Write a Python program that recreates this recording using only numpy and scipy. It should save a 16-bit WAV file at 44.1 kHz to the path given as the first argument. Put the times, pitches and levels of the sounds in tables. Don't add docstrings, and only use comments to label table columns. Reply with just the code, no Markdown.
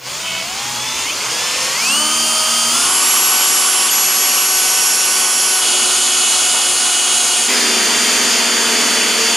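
import sys
import numpy as np
from scipy import signal
from scipy.fft import rfft, irfft
from scipy.io import wavfile
from scipy.ndimage import uniform_filter1d

SR = 44100
rng = np.random.default_rng(int(sys.argv[2]) if len(sys.argv) > 2 else 0)


def output_pcm(signal):
    pcm = np.clip(np.atleast_2d(signal).T, -1, 1) * 32767
    wavfile.write(sys.argv[1], SR, np.round(pcm).astype(np.int16))


N = 412776
TIME = np.arange(N) / SR
COARSE = TIME[::64]
GEAR = 60
TREBLE_HZ, TOP_HZ = 10100, 15660

# (time [s], stage number). 0 speeding up, 1 part trigger, 2 full trigger,
# 3 scoring the bark, 4 cutting, 5 boring deep
STAGES = [(1.72, 0), (1.9, 1), (2.76, 1), (2.95, 2), (3.895, 2), (3.91, 3), (5.6, 3), (5.625, 4),
          (7.474, 4), (7.486, 5)]
# (start [s], shaft speed [Hz], speed lost under load [Hz per s])
PARTS = [(0, 0, 0), (3.9, 378.6, 2.9), (5.612, 367, 3.4), (7.48, 324, 4.5)]
# (time [s], width [s], whole drill [dB], extra for tones [dB])
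JUMPS = [(3.897, 0.015, -0.5, -7), (5.612, 0.0072, -3, 3), (7.478, 0.0066, -2.5, 1)]
LEAD_ORDERS = [.75, 2.25, 2.8125, 3, 4, 10, 11.25, 15, 20, 22.5, 30, 33.75, 40]
HIGH_WHINE_ORDERS = [45, 50, 56.25, 60, 70, 75, 82, 90, 101.25, 120, 130]


def gain_of(db):
    return 10 ** (np.asarray(db) / 20)


def evened(x):
    return x / np.sqrt(np.mean(x ** 2) + 1e-20)


def curve(points, t=TIME):
    return np.interp(t, *np.transpose(points))


def spectrum(points, hz):
    f, value = np.transpose(points)
    return np.interp(np.log(hz + 1), np.log(f + 1), value)


def bump(x, centre, width, power=2):
    return np.exp(-((x - centre) / width) ** power)


def by_stage(values, t=COARSE):
    return np.interp(curve(STAGES, t), range(len(values)), values)


def part_at(t):
    return np.searchsorted(np.transpose(PARTS)[0, 1:], t)


def drift(fastest_hz, t=COARSE):
    rates = np.geomspace(fastest_hz / 20, fastest_hz, num=10)
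    return evened(sum(np.sin(2 * np.pi * (f * t + rng.random())) / np.sqrt(f) for f in rates))


def coloured(x, gain):
    return irfft(rfft(x) * gain(np.fft.rfftfreq(N, 1 / SR)), N)


def resonate(x, hz, width):
    peak = signal.iirpeak(hz, hz / width, SR)
    return evened(signal.lfilter(*peak, signal.lfilter(*peak, x)))


def room_and_hum(room_db=-44.5):
    # (frequency [Hz], relative level [dB])
    room_colour = [(30, -59), (68, -3.5), (95, -24), (130, -7.5), (2500, -12.5), (15000, -52)]
    hum_levels = [(.55, -49.5), (.75, -39), (1.0, -49), (2.1, -70)]  # (time [s], level [dB])
    air = rng.standard_normal(N)
    hum = gain_of(curve(hum_levels)) * resonate(air, hz=130, width=16)
    room = evened(coloured(air, lambda hz: gain_of(spectrum(room_colour, hz))))
    return hum + gain_of(room_db) * room


def switch_whistle(hz=15337):
    fade = [(0, -47), (1.05, -49), (1.2, -60), (2, -86)]  # (time [s], level [dB])
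    return np.sqrt(2) * gain_of(curve(fade)) * np.sin(2 * np.pi * hz * TIME)


def skid(slips_per_s=900):
    # (time [s], level [dB])
    levels = [(.2, -41), (.25, -29), (.4, -26.5), (.5, -55), (1.05, -62), (1.1, -23), (1.16, -60)]
    bit_rings = [(2580, 160, -3), (3070, 260, -0.5)]  # (pitch [Hz], width [Hz], relative level [dB])
    slips = rng.standard_normal(N) * (rng.random(N) < slips_per_s / SR)
    squeal = sum(gain_of(db) * resonate(slips, hz, width) for hz, width, db in bit_rings)
    return gain_of(np.interp(TIME, *np.transpose(levels), -120, -120)) * squeal


def brake():
    # (time [s], shaft speed [Hz], level [dB])
    slowing = [(3.88, 364, -60), (3.885, 357, -18), (3.899, 294, -14), (3.903, 273, -25), (3.91, 240, -50)]
    multiples = [10, 30]
    tone_db = [0, -6]
    times, hz, level_db = np.transpose(slowing)
    turns = np.cumsum(np.interp(TIME, times, hz)) / SR
    chirp = sum(gain_of(db) * np.sin(2 * np.pi * k * turns) for k, db in zip(multiples, tone_db))
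    return gain_of(np.interp(TIME, times, level_db, -120, -120)) * chirp


def bench_and_scrape():
    rings = [(237.5, 20, 0.5), (375.6, 8.4, -16)]  # (pitch [Hz], width [Hz], relative level [dB])
    hum_db = [-33, -31.5, -34, -61, -32, -30]
    scrape_db = [-19, -14.5, -36, -13.5, -8, -12.5]
    shake = rng.standard_normal(N)
    hum = sum(gain_of(db) * resonate(shake, hz, width) for hz, width, db in rings)
    waver_db = 0.93 * np.interp(TIME, COARSE, drift(12))
    scrape = gain_of(by_stage(scrape_db, TIME) + waver_db) * resonate(shake, hz=6770, width=1160)
    return gain_of(by_stage(hum_db, TIME)) * hum + scrape


def rush(turns, flicker_db=0.5, throb=0.069):
    # (frequency [Hz], relative level [dB])
    colours = [
        [(40, -14), (126, -17), (377, -7.5), (778, -5.5), (974, 0), (1860, -7.5), (2060, -1.5), (2990, -1),
         (3740, -1.5), (6640, -1), (8110, -7), (11800, -14), (15500, -30)],
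        [(40, -25), (179, -14), (229, -35), (387, -9.5), (622, -11), (704, -6), (1250, -0.5), (1730, -10),
         (3070, -1), (3740, -5), (4690, -1), (9420, -5), (15500, -25)],
        [(40, -40), (368, -11.5), (687, -9.5), (740, -8), (1130, -0.5), (1730, -10), (2990, -1.5), (3930, -5.5),
         (7340, -1), (10700, -11.5), (11500, -11.5), (13700, -24), (15500, -76)],
        [(40, -57), (266, -13.5), (325, -25), (368, -13.5), (687, -13.5), (1130, -6), (1770, -14), (2920, -5.5),
         (3740, -9.5), (6640, -4.5), (11500, -14), (14000, -29), (15500, -74)],
        [(40, -32), (317, -19.5), (359, -11.5), (670, -9), (722, -7), (1450, -5), (1730, -14.5), (2990, -2.5),
         (3840, -1), (6640, -8), (9000, -3.5), (11200, -16), (13700, -27), (15500, -90)],
        [(40, -14.5), (108, -41), (174, -13.5), (229, -12), (325, -7), (438, -4.5), (549, -7.5), (1910, -0.5),
         (4030, -1.5), (6320, -2.5), (11500, -13.5), (13700, -24), (15500, -44)],
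    ]
    stage_db = [-1.5, -3.5, -4, -4, -3.5, -2]
    # (frequency [Hz], width [Hz], change [dB])
    dips = [(3850, 350, -5.5), (5850, 250, -3), (8050, 300, -4), (10300, 450, -2.5)]
    frames, hz = N // 256 + 5, np.fft.rfftfreq(1024, 1 / SR)
    t = np.arange(frames) * 256 / SR
    real, imaginary, patches = rng.standard_normal((frames, 513, 3)).T
    patches = uniform_filter1d(patches, size=14, axis=0)
    patches_db = evened(uniform_filter1d(patches, size=10, axis=1))
    shapes = [spectrum(points, hz) for points in colours]
    shapes = np.array([db - 20 * np.log10(np.linalg.norm(gain_of(db))) for db in shapes])
    level_db = by_stage(stage_db, t)
    colour_db = np.array([by_stage(db, t) for db in shapes.T]) + level_db
    colour_db += sum(db * bump(hz, f, width) for f, width, db in dips)[:, None]
    treble = np.clip(hz / 5000, 0, 1)[:, None]
    colour_db += patches_db + flicker_db * treble * drift(25, t)
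    noise = signal.istft((real + 1j * imaginary) * gain_of(colour_db), nperseg=1024, noverlap=768)[1]
    return evened(noise[:N]) * gain_of(np.mean(level_db)) * (1 + throb * np.cos(2 * np.pi * turns))


def follow(t, start, length, lag):
    since_start, since_end = np.maximum(t - start, 0), np.maximum(t - start - length, 0)
    behind = lag * (np.exp(-since_end / lag) - np.exp(-since_start / lag))
    return (since_start - since_end - behind) / length


def shaft_speed(t, hand_lag_s=0.0208):
    # (time [s], shaft speed [Hz])
    spin_up = [(0, 48), (.06, 49.2), (.2, 64.7), (.43, 66.3), (.5, 73.8), (.6, 80.7), (.7, 83.4),
               (.78, 83.9), (.88, 87.3), (1.04, 89.8), (1.08, 97.6), (1.12, 118.7), (1.16, 135.7),
               (1.2, 146.9), (1.26, 156.9), (1.43, 174.7), (1.53, 178.5), (1.7, 185.4), (1.75, 192.3),
               (1.8, 222.3), (1.85, 248.2), (1.95, 289), (2.02, 303.5), (2.15, 310.9), (2.3, 313),
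               (2.5, 313.5)]
    # (time [s], speed gained [Hz], length [s], rotor lag [s])
    squeezes = [(2.689, 62.5, .03, .099)]
    # (time [s], speed change [Hz], length [s])
    leans = [(3.419, -2.5, 0.27), (3.849, -7.5, 0.03), (3.95, -1.23, .35), (5.797, 2.5, 0.26),
             (7.55, -12, 0.2), (7.881, 2, 0.0767), (8.085, -1.5, 0.39), (8.949, 2.5, .3)]
    starts, start_hz, sag = np.transpose(PARTS)
    part = part_at(t)
    hz = start_hz[part] - sag[part] * (t - starts[part]) + curve(spin_up, t) * (part == 0)
    for at, change, length, lag in squeezes + [(*row, hand_lag_s) for row in leans]:
        hz += change * follow(t, at, length, lag) * (part == part_at(at))
    return hz


def grain_ripple(twice_share=.7, twice_lag_cycles=.22):
    # (time near a peak [s], once a turn [Hz], four times a turn [Hz])
    ripples = [(3.076, .36, 0), (3.915, .45, 0), (5.645, .45, 0), (7.837, .1, .55)]
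    turns = np.cumsum(shaft_speed(TIME)) / SR
    at, once, four = np.transpose(ripples)[:, part_at(TIME)]
    bit_angle = 2 * np.pi * (turns - np.interp(at, TIME, turns)) / GEAR
    twice = twice_share * np.cos(2 * bit_angle - 2 * np.pi * twice_lag_cycles)
    return once * (np.cos(bit_angle) + twice) + four * np.cos(4 * bit_angle)


def housing_lift(hz, chatter, treble_db_per_khz=-5):
    # (pitch [Hz], width [Hz], boost [dB], extra at full chatter of the bit [dB])
    rings = [(322, 92, 5.5, -11), (637, 200, 9, -3.5), (1110, 580, 12, -8), (1410, 240, 10.5, -4),
             (2850, 430, 12, 5.5), (3280, 370, 0.5, 14), (4880, 1200, 9.5, -15), (6450, 430, 14, 2),
             (7080, 290, 8.5, 10), (8745, 570, 15.5, -5.5)]
    power = 1 + sum(gain_of(2 * (db + extra_db * chatter)) / (1 + (2 * (hz - f) / width) ** 2) ** 2
                    for f, width, db, extra_db in rings)
    return 10 * np.log10(power) + treble_db_per_khz * np.maximum(hz - TREBLE_HZ, 0) / 1e3


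def cutting_buzz(hz, edge_passes=8 / GEAR, log_boost_db=8, waver_db=2.0):
    # (multiple of the edges' passing rate, relative level [dB])
    overtones = [(5, -26), (6, -21), (7, -24), (9, -23), (10, -26), (11, -25), (12, -26), (15, -30)]
    stage_db = [-15, -27, -22, -27.5, -26, -1.5]
    for overtone, db in overtones:
        k = overtone * edge_passes
        yield k, by_stage(stage_db) + db + log_boost_db * bump(k * hz, centre=442, width=30), waver_db


def shaft_tones(hz, chatter, waver_db, chatter_db=2):
    low_multiples = [k for k in range(1, 34) if k not in LEAD_ORDERS]
    high_multiples = [k for k in range(34, 61) if k not in LEAD_ORDERS + HIGH_WHINE_ORDERS]
    low_db = [-35, -31.5, -31, -30.5, -28, -33.5]
    high_db = [-30, -43, -50, -50, -58, -52]
    slow_db = np.minimum(25 * np.log10(hz / 170), 0)
    for k in low_multiples:
        rough_db = chatter_db * chatter * drift(120)
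        yield k, by_stage(low_db) + housing_lift(k * hz, chatter) + slow_db + rough_db, waver_db
    for k in high_multiples:
        yield k, by_stage(high_db) + slow_db, waver_db


def high_whine(hz, waver_db):
    stage_db = [-15.5, -25, -60, -60, -60, -50]
    for k in HIGH_WHINE_ORDERS:
        fall_db = (k * hz + 4 * np.maximum(k * hz - TREBLE_HZ, 0)) / 1e3
        yield k, by_stage(stage_db) - fall_db, waver_db


def motor_whine(hz, chatter, waver_db, lift_share=.25, usual_lift_db=8):
    levels = [(-36, -21, -33, -34, -30, -18), (-45, -40, -45, -45, -45, -24),
              (-20, -36, -40, -40, -40, -40), (-27, -25, -23, -24, -34, -23),
              (-28, -16, -21, -19, -23, -26), (-16, -10, -23, -30, -27, -15),
              (-23, -37, -30, -27, -27, -15), (-20, -11, -14, -16, -29, -9),
              (-18, -17, -12.5, -23, -20, -19), (-16, -21, -33, -23, -27, -17), (-14, -10, -5, -6, -9, -15),
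              (-17, -35, -45, -45, -50, -40), (-16, -27, -50, -50, -60, -29)]
    slow_db = -3 * np.clip((140 - hz) / 20, 0, 1)
    for k, stage_db in zip(LEAD_ORDERS, levels):
        lift_db = lift_share * (np.maximum(housing_lift(k * hz, chatter), 0) - usual_lift_db)
        yield k, by_stage(stage_db) + slow_db + lift_db, waver_db


def tones(turns, wobble_turns=0.002):
    bit_chatter = [0.16, 0.15, 0.083, 0.26, 0.62, 0.57]
    # (time [s], half length [s], multiple of shaft speed, change [dB])
    swells = [(.32, .2, 10, 4), (.75, .2, 10, 6), (.36, .13, 33.75, 11), (.58, .13, 40, 5),
              (.93, .16, 40, 13), (.85, .25, 11.25, 8), (.95, .12, 70, 10), (1.088, .045, 22.5, 17.5),
              (1.45, .25, 30, 3), (1.35, .22, 50, 8), (1.42, .17, 20, 7), (1.83, .14, 15, -9),
              (1.83, .08, 22.5, 10), (1.88, .17, 10, 7), (1.98, .17, 1, 7), (2.5, .22, 1, -10),
              (2.4, .5, 28, -7), (5.2, 2.4, 17, -4), (2.85, .15, 10, -5), (2.88, .12, 15, -5),
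              (5.85, .3, 1, 4), (4.2, .25, 4, -5), (4.8, .8, 8, -6), (5.2, .95, 15, 5.5), (7.7, .3, 2, -6),
              (2.4, .35, 11, 7), (7.9, .45, 30, 3), (8.5, 1, 28, -7), (7.6, .2, .8, -7),
              (7.67, .17, 1.2, 9), (8.05, .55, 1.47, -5)]
    turns = turns + wobble_turns * np.interp(TIME, COARSE, drift(60))
    hz, chatter = shaft_speed(COARSE), by_stage(bit_chatter)
    speeding_up = by_stage([1, 0, 0, 0, 0, 0])
    spurts_db = 2.4 * speeding_up
    glide_db = -.3 * abs(np.gradient(hz, COARSE)) / 1e3 * speeding_up
    jump_db = sum(db * bump(COARSE, at, width, power=4) for at, width, _, db in JUMPS)
    voices = [*motor_whine(hz, chatter, waver_db=.5 + spurts_db / 3),
              *shaft_tones(hz, chatter, waver_db=.93 + spurts_db),
              *high_whine(hz, waver_db=.93 + spurts_db),
              *cutting_buzz(hz)]
    sound = np.zeros(N)
    for k, base_db, waver_db in voices:
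        swell_db = sum(db * bump(COARSE, at, half, power=4)
                       for at, half, multiple, db in swells if abs(multiple - k) < .01)
        flutter_db = 1.3 if 1 <= k < 4.5 else .6
        level_db = base_db + swell_db + k * glide_db + jump_db - 100 * (k * hz > TOP_HZ)
        level_db += waver_db * drift(18) + flutter_db * drift(45)
        wave = np.cos(2 * np.pi * (k * turns + rng.random()))
        sound += np.interp(TIME, COARSE, gain_of(level_db)) * wave
    return np.sqrt(2) * sound


def drill():
    # (time [s], level [dB])
    loudness = [(0.0, -39.5), (0.07, -24.5), (0.23, -23.5), (1.77, -17), (1.93, -14.5), (2.68, -14),
                (2.84, -11.5), (9.36, -14)]
    turns = np.cumsum(shaft_speed(TIME) + grain_ripple()) / SR
    level_db = curve(loudness) + sum(db * bump(TIME, at, width) for at, width, db, _ in JUMPS)
    return gain_of(level_db) * (tones(turns) + rush(turns) + bench_and_scrape())


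def scene(echo_s=.3, deep_spread_db=-19):
    # (frequency [Hz], left over right [dB])
    balance = [(100, 0), (250, 1.8), (500, 1.3), (1000, 1.6), (2000, 0), (8000, -.8), (12000, -.2)]
    # (frequency [Hz], side level against the middle [dB])
    spread = [(40, -40), (90, -17), (230, -29), (370, -14.5), (1200, -10), (1900, -19), (3200, -22),
              (7000, -11.5), (13000, -10.5)]
    mid = drill() + brake() + skid() + switch_whistle() + room_and_hum()
    tail = rng.standard_normal(12000) * gain_of(-60 * np.arange(12000) / SR / echo_s)
    echoes = signal.oaconvolve(mid, tail / np.linalg.norm(tail))[:N]
    side = coloured(mid, lambda hz: np.tanh(spectrum(balance, hz) * np.log(10) / 40))
    side += coloured(echoes, lambda hz: gain_of(spectrum(spread, hz)))
    deep = by_stage([0, 0, 0, 0, 0, 1], TIME)
    side += deep * coloured(echoes, lambda hz: gain_of(deep_spread_db) * bump(hz, 3700, width=2400))
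    return np.array([mid + side, mid - side])


def record(dry, bass_hz=50, ceiling=1.1):
    thin = signal.sosfilt(signal.butter(4, bass_hz, "highpass", fs=SR, output="sos"), dry)
    rounded = ceiling * np.tanh(thin / ceiling)
    lowpass = signal.firwin(511, TOP_HZ, window=("kaiser", 9), fs=SR)
    return signal.oaconvolve(rounded, lowpass[None], "same")


dry = scene()
out = record(dry)
output_pcm(out)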